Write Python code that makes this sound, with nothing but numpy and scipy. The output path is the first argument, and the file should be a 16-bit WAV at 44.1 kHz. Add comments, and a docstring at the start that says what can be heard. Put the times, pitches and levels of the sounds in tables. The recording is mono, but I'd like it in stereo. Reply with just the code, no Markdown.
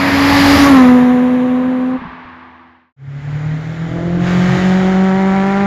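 """The verge of a night road: two cars pass at full throttle, one after the other.
A six-cylinder races by, drops in pitch (Doppler effect), shifts up and fades; a four-cylinder then
revs up and passes. Periodic firings boom and bark in the exhaust, unequal cylinders add a growl,
intakes whine, and gas and tyres rush. The loudest peaks overload the microphone."""
import sys
import numpy as np
from scipy import signal
from scipy.fft import rfft, irfft, next_fast_len
from scipy.io import wavfile
from scipy.ndimage import uniform_filter1d

SR = 44100
rng = np.random.default_rng(int(sys.argv[2]) if len(sys.argv) > 2 else 0)


def store_wav(level_fs):
    """Save 16-bit WAV to argv[1]."""
    pcm = np.round(np.clip(np.atleast_2d(level_fs), -1, 1) * 32767)
    wavfile.write(sys.argv[1], SR, pcm.T.astype(np.int16))


N = 249606
T = np.arange(N) / SR


def undb(db):
    """Decibels to amplitude ratio."""
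    return 10 ** (np.asarray(db) / 20)


def unit(x):
    """Normalisation to rms 1."""
    return x / np.sqrt(np.mean(x ** 2))


def ramp(start_s, length_s):
    """Linear rise from 0 to 1."""
    return np.clip((T - start_s) / length_s, 0, 1)


def bell(centre_s, half_s):
    """Gaussian pulse of height 1."""
    return np.exp(-((T - centre_s) / half_s) ** 2)


def walk(rate_hz):
    """Sample-and-hold noise, smoothed twice; its spread is near 1."""
    hold = int(SR / rate_hz)
    steps = np.repeat(rng.standard_normal(N // hold + 1), hold)
    return 1.3 * uniform_filter1d(uniform_filter1d(steps, hold), hold)[:N]


def colour(x, points):
    """Minimum-phase filter through (frequency_hz, gain_db) points, by folding the cepstrum."""
    size = 2 ** 19
    hz, db = np.transpose(points)
    bin_hz = np.arange(size // 2 + 1) * SR / size
    cepstrum = irfft(np.log(undb(np.interp(np.log(bin_hz + 1), np.log(hz), db))))
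    cepstrum[1:size // 2] *= 2
    cepstrum[size // 2 + 1:] = 0
    return irfft(rfft(x, size) * np.exp(rfft(cepstrum)), size)[..., :N]


def noise(points, correlation):
    """Spectrally shaped stereo noise, falling 40 dB an octave beyond its end points."""
    hz, db = np.transpose(points)
    size = next_fast_len(N)
    octave = np.log2(np.arange(size // 2 + 1) * SR / size + 1)
    beyond = np.abs(octave - np.clip(octave, np.log2(hz[0]), np.log2(hz[-1])))
    gain = undb(np.interp(octave, np.log2(hz), db) - 40 * beyond)
    mid, side = irfft(rfft(rng.standard_normal((2, size))) * gain, size)[:, :N]
    return unit(np.sqrt(1 + correlation) * mid + np.sqrt(1 - correlation) * np.array([side, -side]))


def delayed(x, ms):
    """Fractional delay, constant or moving."""
    return np.interp(T - ms / 1000, T, x)


def pan(left_minus_right_db):
    """Constant-power panning: left and right gains."""
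    gains = undb(np.array([[left_minus_right_db], [-left_minus_right_db]]) / 2)
    return gains / np.sqrt(np.mean(gains ** 2, axis=0))


def passing(parts, closest_s, reach_s):
    """Spreading loss and directivity of each part; reach_s from closest, it is 1.4 times as far."""
    along = (T - closest_s) / reach_s
    distance = np.hypot(1, along)
    return {name: undb(db - loss_db * np.log2(distance) + rear_db * along / distance)
            for name, (db, loss_db, rear_db) in parts.items()}


def changed(gains, change_db, share):
    """Part gains with a share of a decibel change applied."""
    return {name: gain * undb(change_db.get(name, 0) * share) for name, gain in gains.items()}


def road_bounce(x, pass_s, closest_ms, sweep_s, share):
    """Comb filtering: the road's reflection lags most when the car is closest, so the notches sweep."""
    detour_ms = closest_ms / np.hypot(1, (T - pass_s) / sweep_s)
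    return (x + share * np.apply_along_axis(delayed, -1, x, detour_ms)) / np.hypot(1, share)


def firing_rate(pass_s, hz, hz_per_s, speed_m_per_s, nearest_m):
    """Doppler effect on steadily rising revs: sharp on the way in, flat on the way out."""
    along_m = speed_m_per_s * (T - pass_s)
    doppler = 1 - speed_m_per_s / 343 * along_m / np.hypot(along_m, nearest_m)
    return (hz + hz_per_s * (T - pass_s)) * doppler


def firing_phase(hz, jitter):
    """Phase as the integral of frequency: one turn a firing, from a slightly uneven crank."""
    return 2 * np.pi * np.cumsum(hz * (1 + jitter * walk(70))) / SR


def partials(angle, table, flutter_db, tilt_db=0, lag=0):
    """Harmonic series: each term flutters as combustion varies; lag is the pipe's delay of high ones."""
    out, power = 0, 0
    for harmonic, db in table:
        octaves = np.log2(harmonic)
        gain = undb(db + tilt_db * octaves)
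        flutter = undb(flutter_db * (walk(14) / 2 + walk(60)) / 2)
        out = out + gain * flutter * np.cos(round(harmonic) * angle - lag * octaves)
        power = power + gain ** 2 / 2
    return out / np.sqrt(power)


def gusts(angle, depth):
    """Amplitude modulation: gas leaves in one gust a firing."""
    return unit(np.exp(depth * np.cos(angle)))


# Low exhaust puffs around the six-cylinder's upshift, and one low thump as the four-cylinder approaches:
# start_s, pitch_hz, level_db, t60_s
PUFFS = [(1.985, 65.3, -32, 0.1), (2.018, 232, -21.5, 0.11), (2.052, 178, -22, 0.079),
         (2.075, 61.5, -33.5, 0.21), (2.251, 85, -32, 0.092), (3.344, 68, -26, 0.11)]

def puffs():
    """Damped resonance: single late firings each ring the pipe briefly."""
    out = np.zeros(N)
    for start_s, hz, db, t60_s in PUFFS:
        age = np.maximum(T - start_s, 0)
        decay = np.exp(-np.minimum(np.log(1000) * age / t60_s, 20))
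        out += undb(db) * np.sin(2 * np.pi * hz * age) * decay
    return out


# Spectra of each car's rumble and of the wake: frequency_hz, density_db
SIX_RUMBLE = [(35, -24), (75, -10.5), (130, 1), (220, 4), (400, -1.5), (600, 0.5), (1000, -23.5)]
FOUR_RUMBLE = [(20, -15.5), (45, -7), (75, -16.5), (140, -3.5), (220, 3), (330, 1.5), (480, -3.5),
               (800, -3), (1300, -21.5)]
WAKE = [(30, -13.5), (45, -5.5), (80, 6.5), (120, -1), (220, -16.5)]

def rumble_and_wake(spectrum, gain, correlation):
    """Low-frequency random noise: a car's rumble and the deeper sound of its wake."""
    return noise(spectrum, correlation) * gain["rumble"] + noise(WAKE, 1.0) * gain["wake"]


# Spectra of the four-cylinder's gas and tyre noise: frequency_hz, density_db
FOUR_RUSH = [(200, -25.5), (450, -1.5), (800, 6.5), (980, 0), (1200, 3.5), (1600, 3.5), (2100, 3.5),
             (2600, -7.5), (3100, -25.5), (4200, -42)]
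FOUR_HISS = [(2000, -18), (3000, -2), (3700, -5.5), (4600, -12), (6200, -15.5), (7050, -12), (7600, -25),
             (8400, -36.5), (14500, -35.5)]

def four_rush(angle, gain):
    """Broadband gas and tyre noise, modulated by the firings more deeply as the car arrives."""
    air = noise(FOUR_RUSH, 0.69) * gain["rush"] + noise(FOUR_HISS, 0.41) * gain["hiss"]
    air = road_bounce(air, pass_s=5.1, closest_ms=1.45, sweep_s=0.54, share=0.13)
    return air * gusts(angle, depth=np.interp(T, [4.2, 5.3], [.1, .22]))


# Spectra of the six-cylinder's gas and tyre noise, near and far: frequency_hz, density_db
SIX_RUSH_NEAR = [(200, -31.5), (400, -23.5), (650, -2.5), (850, -0.5), (1100, -0.5), (1500, -3.5),
                 (1750, 1.5), (2200, -1.5), (2800, -10), (4000, -47)]
SIX_RUSH_FAR = [(200, -36), (450, -29.5), (650, -10.5), (930, -1.5), (1160, -0.5), (1350, -9.5), (1600, -5),
                (2000, -8), (2700, -15.5), (4000, -26), (5000, -36)]
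SIX_HISS_NEAR = [(1800, -24), (2900, 3), (3800, -0.5), (4900, 0), (5800, -7), (7300, -13.5), (8500, -41.5),
                 (9800, -14), (11500, -16), (14500, -20.5)]
SIX_HISS_FAR = [(1800, -26.5), (2900, -5.5), (3900, -3.5), (4700, -26), (5500, -15.5), (7200, -16),
                (8500, -46.5), (9800, -19.5), (11500, -24), (14500, -31)]

def six_rush(angle, gain, far):
    """Broadband gas and tyre noise, in an equal-power crossfade from near to far spectra."""
    before_shift = 1 - ramp(1.9, 0.13)
    near_gain, far_gain = np.sqrt(1 - far), np.sqrt(far)
    rush = near_gain * noise(SIX_RUSH_NEAR, 0.37) + far_gain * noise(SIX_RUSH_FAR, 0.73)
    hiss = near_gain * noise(SIX_HISS_NEAR, 0.49) + far_gain * noise(SIX_HISS_FAR, 0.34) * before_shift
    air = rush * gain["rush"] + hiss * gain["hiss"]
    air = road_bounce(air, pass_s=0.585, closest_ms=1.58, sweep_s=0.171, share=0.08)
    return air * gusts(angle, depth=0.048 * before_shift)


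# The four-cylinder's intake snarl: cycle_harmonic, level_db
FOUR_INTAKE = [(27, 3), (31, -9), (35, 4.5), (40, 3), (42, 2.5), (44, -7), (46, -3.5), (50, 1), (58, -9.5),
               (62, -9), (66, -5)]

def four_intake(angle, gain):
    """High harmonics of the four-stroke cycle, which lasts four firings."""
    return partials(angle / 4, FOUR_INTAKE, flutter_db=2.5) * gain["intake"]


# The six-cylinder's intake and valve-gear whine: cycle_harmonic, level_db
SIX_INTAKE = [(2, -5), (4, -6), (18, 0), (24, -6), (30, -5), (36, 5), (42, -5), (48, -9), (90, -14),
              (102, -7)]

def six_intake(hz, gain, lead_s=.13):
    """Displaced source: the intake passes ahead of the tailpipe, so its Doppler drop comes earlier."""
    cycle = firing_phase(np.interp(T + lead_s, T, hz), jitter=0.0035) / 6
    return partials(cycle, SIX_INTAKE, flutter_db=7.5) * gain["intake"] * ramp(0, .2)


# Brief dips of the boom: centre_s, depth_db, half_length_s
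BOOM_DIPS = [(0.098, -3.5, 0.035), (0.573, -14, 0.015), (0.674, -6, 0.024), (3.22, -11, 0.025),
             (3.424, -6, 0.051), (3.626, -9, 0.054), (3.749, -14, 0.049), (3.903, -9.5, .04),
             (4.004, -5.5, 0.076), (4.602, -1.5, .035)]

def exhaust_boom(angle, gain, throb_db):
    """Fundamental of the firing rate: the pipe's boom crests a quarter period after each firing."""
    dips_db = sum(db * bell(centre_s, half_s) for centre_s, db, half_s in BOOM_DIPS)
    return np.sqrt(2) * np.sin(angle) * gain["boom"] * undb(throb_db + dips_db)


# Overtones of the bark: firing_harmonic, level_db
FOUR_BARK = [(2, 1), (3, -2.5), (4, -.5), (5, -6), (6, -9), (7, -10), (8, -13), (9, -13), (10, -15),
             (11, -21), (12, -29)]
# Brightness of the bark, by how squarely the tailpipe is heard: time_s, tilt_db_per_octave
FOUR_AIM = [(3, -5.5), (4.15, -4.5), (4.5, -2.5), (4.9, -1), (5.3, 1.5), (5.66, 2.5)]
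# Growl of unequal cylinders: cycle_harmonic, level_db
FOUR_GROWL = [(1, -17.5), (2, -6), (3, 4), (5, -14.5), (6, -11.5), (7, 2), (9, -8.5), (10, -31.5),
              (11, -11), (13, -10), (15, -12.5)]

def four_exhaust(angle, gain, high_cam, swell_hz=3.19):
    """Periodic pulses: firing harmonics boom and bark, and cycle harmonics growl between them."""
    swell_db = 1.35 * np.cos(2 * np.pi * swell_hz * (T - 4.71))
    throb_db = (2.2 * (1 - high_cam) + .7 * high_cam) * walk(40)  # rougher on the mild cam
    boom = exhaust_boom(angle, gain, swell_db + throb_db)
    tilt_db = np.interp(T, *np.transpose(FOUR_AIM))
    bark = partials(angle, FOUR_BARK, flutter_db=4 - 2 * high_cam, tilt_db=tilt_db, lag=.6)
    bark = road_bounce(bark * gain["bark"], pass_s=4.66, closest_ms=0.43, sweep_s=0.56, share=0.33)
    growl = partials(angle / 4, FOUR_GROWL, flutter_db=7.5)
    return boom + bark + growl * gain["growl"]


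# Overtones of the bark: firing_harmonic, level_db
SIX_BARK = [(2, 2), (3, -1.5), (4, -3.5), (5, -12), (6, -27), (7, -28), (8, -29)]
# Brightness of the bark, by how squarely the tailpipe is heard: time_s, tilt_db_per_octave
SIX_AIM = [(0, 0), (.55, -12), (.8, 10), (1.14, 1.5), (1.3, -6), (1.95, -3.5)]
# Growl of unequal cylinders, before and after the upshift: cycle_harmonic, level_db
SIX_GROWL = [(2, -6.5), (3, -16.5), (4, 1), (5, -10), (7, -5.5), (8, -14), (10, -2), (14, -7), (16, -6.5)]
SIX_GROWL_NEXT_GEAR = [(2, 1), (4, -10), (8, 2.5), (14, -18.5)]

def six_exhaust(angle, gain, far):
    """Periodic pulses, six a cycle: boom, growl and a bark brightened by the tailpipe's directivity."""
    boom = exhaust_boom(angle, gain, throb_db=0.55 * walk(50))
    tilt_db = np.interp(T, *np.transpose(SIX_AIM))
    bark = partials(angle, SIX_BARK, flutter_db=6 - 4 * far, tilt_db=tilt_db, lag=.6)
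    bark = road_bounce(bark * gain["bark"], pass_s=0.52, closest_ms=0.7, sweep_s=0.4, share=.55)
    shifted = ramp(2.15, 0.31)
    growl = (1 - shifted) * partials(angle / 6, SIX_GROWL, flutter_db=4.5)
    growl += shifted * partials(angle / 6, SIX_GROWL_NEXT_GEAR, flutter_db=6.0)
    return boom + bark + growl * gain["growl"]


# Revs and path: pass_s, firing_hz, rise_hz_per_s, speed_m_per_s, nearest_m
FOUR_DRIVE = (4.885, 187.5, 32.8, 30.8, 22.7)
# Rise and fall of loudness: closest_s, reach_s
FOUR_PASS = (4.92, 0.65)
# How each part carries: closest_db, loss_db_per_doubling, rear_bias_db
FOUR_PARTS = {"boom": (-6, 4, 0.091), "bark": (-13, 5, 5.3), "growl": (-18, 1.5, -3.5),
              "rumble": (-20.5, 9.2, 0), "wake": (-35, 4, 0), "intake": (-29.5, 10, -13),
              "rush": (-18.5, 1.3, 0), "hiss": (-28, 5.1, -4.5)}
# Level changes along the pass: part, change_db
UNOPENED_DB = {"bark": -10.5, "growl": -10, "rumble": -3.5, "wake": -5}  # until the throttle opens
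MILD_CAM_DB = {"intake": -14, "rush": -9.5, "hiss": -11}  # until the high-lift cam makes the intake roar
CREST_DB = {"bark": 2.5, "intake": 2, "rush": 2.5, "hiss": 1}  # just before the car draws level
SIDE_ON_DB = {"growl": -8.5, "rumble": -2, "rush": -2.5, "hiss": -3.5}  # while it is side-on
# Response of the left microphone port, covered for this car: frequency_hz, gain_db
COVERED_PORT = [(60, 1), (110, -5.5), (200, -7.5), (370, -15), (690, -18), (1260, -20), (2300, -36),
                (4300, -30), (5500, -30), (7000, -49), (12000, -51)]

def four_cylinder():
    """Directional moving source, revving through one gear: growl yields to bark as the tail turns."""
    throttle, high_cam = ramp(3.8, 0.17), ramp(4.18, .1)
    gain = passing(FOUR_PARTS, *FOUR_PASS)
    gain = changed(gain, UNOPENED_DB, 1 - throttle)
    gain = changed(gain, MILD_CAM_DB, 1 - high_cam)
    gain = changed(gain, CREST_DB, bell(4.55, 0.081))
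    gain = changed(gain, SIDE_ON_DB, bell(5.08, 0.32))
    angle = firing_phase(firing_rate(*FOUR_DRIVE), jitter=0.00399)
    engine = four_exhaust(angle, gain, high_cam) + four_intake(angle, gain)
    rumble = rumble_and_wake(FOUR_RUMBLE, gain, correlation=0.83)
    fade_in = ramp(2.963, .42)
    left, right = (engine + rumble + four_rush(angle, gain)) * fade_in
    return np.array([delayed(colour(left, COVERED_PORT), ms=.43), right])


# Revs and path: pass_s, firing_hz, rise_hz_per_s, speed_m_per_s, nearest_m
SIX_DRIVE = (.757, 265.4, 9.8, 26.2, 2.3)
# Rise and fall of loudness: closest_s, reach_s
SIX_PASS = (0.7, 0.19)
# How each part carries: closest_db, loss_db_per_doubling, rear_bias_db
SIX_PARTS = {"boom": (-4, 4.65, 1.2), "bark": (-9.5, 7.87, 2.5), "growl": (-24, 4.5, -1.8),
             "rumble": (-17.5, 3.67, -3.5), "intake": (-27, 5.7, -19), "wake": (-24, 10, -11),
             "rush": (-10.5, 4.18, -8), "hiss": (-19, 8, -12)}
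# Gentler running once the throttle lifts for the upshift: part, change_db
EASED_DB = {"boom": -21.5, "bark": -35.5, "growl": -4.5, "rumble": -13}
# Response of the right microphone port, facing away from this car: frequency_hz, gain_db
SHADED_PORT = [(350, 0), (700, -6), (1300, -2.5), (2300, -8.5), (4300, -6.5), (7800, 2), (14000, 3)]

def six_cylinder(lift_s=1.962, eased_hz=253.5, sag_hz_per_s=4.5):
    """Moving source at close range: a steep Doppler drop, then an upshift to a nearly level note."""
    far, lifted = ramp(0.52, .63), ramp(lift_s, 0.038)
    gain = changed(passing(SIX_PARTS, *SIX_PASS), EASED_DB, lifted)
    hz = (1 - lifted) * firing_rate(*SIX_DRIVE) + lifted * (eased_hz - sag_hz_per_s * (T - lift_s))
    angle = firing_phase(hz, jitter=0.0039)
    exhaust = six_exhaust(angle, gain, far) * pan(-0.55)
    rumble = rumble_and_wake(SIX_RUMBLE, gain, correlation=1.0)
    left, right = exhaust + rumble + six_intake(hz, gain) + six_rush(angle, gain, far)
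    lag_ms = np.interp(T, [.55, .85], [.26, 0])  # the right port hears the approach later
    right = delayed(colour(right, SHADED_PORT), lag_ms)
    fade_out = 1 - ramp(2.078, 0.85)
    return np.array([left, right]) * fade_out


def scene():
    """Superposition of the two cars in turn and their exhaust puffs."""
    return six_cylinder() + four_cylinder() + puffs()


def record(dry, knee=14, top_hz=14700):
    """Saturation and band limiting: the microphone flattens peaks at full scale; the top is cut."""
    clipped = dry / (1 + np.abs(dry) ** knee) ** (1 / knee)
    return signal.sosfilt(signal.ellip(8, .2, 70, top_hz, fs=SR, output="sos"), clipped)


dry = scene()
out = record(dry)
store_wav(out)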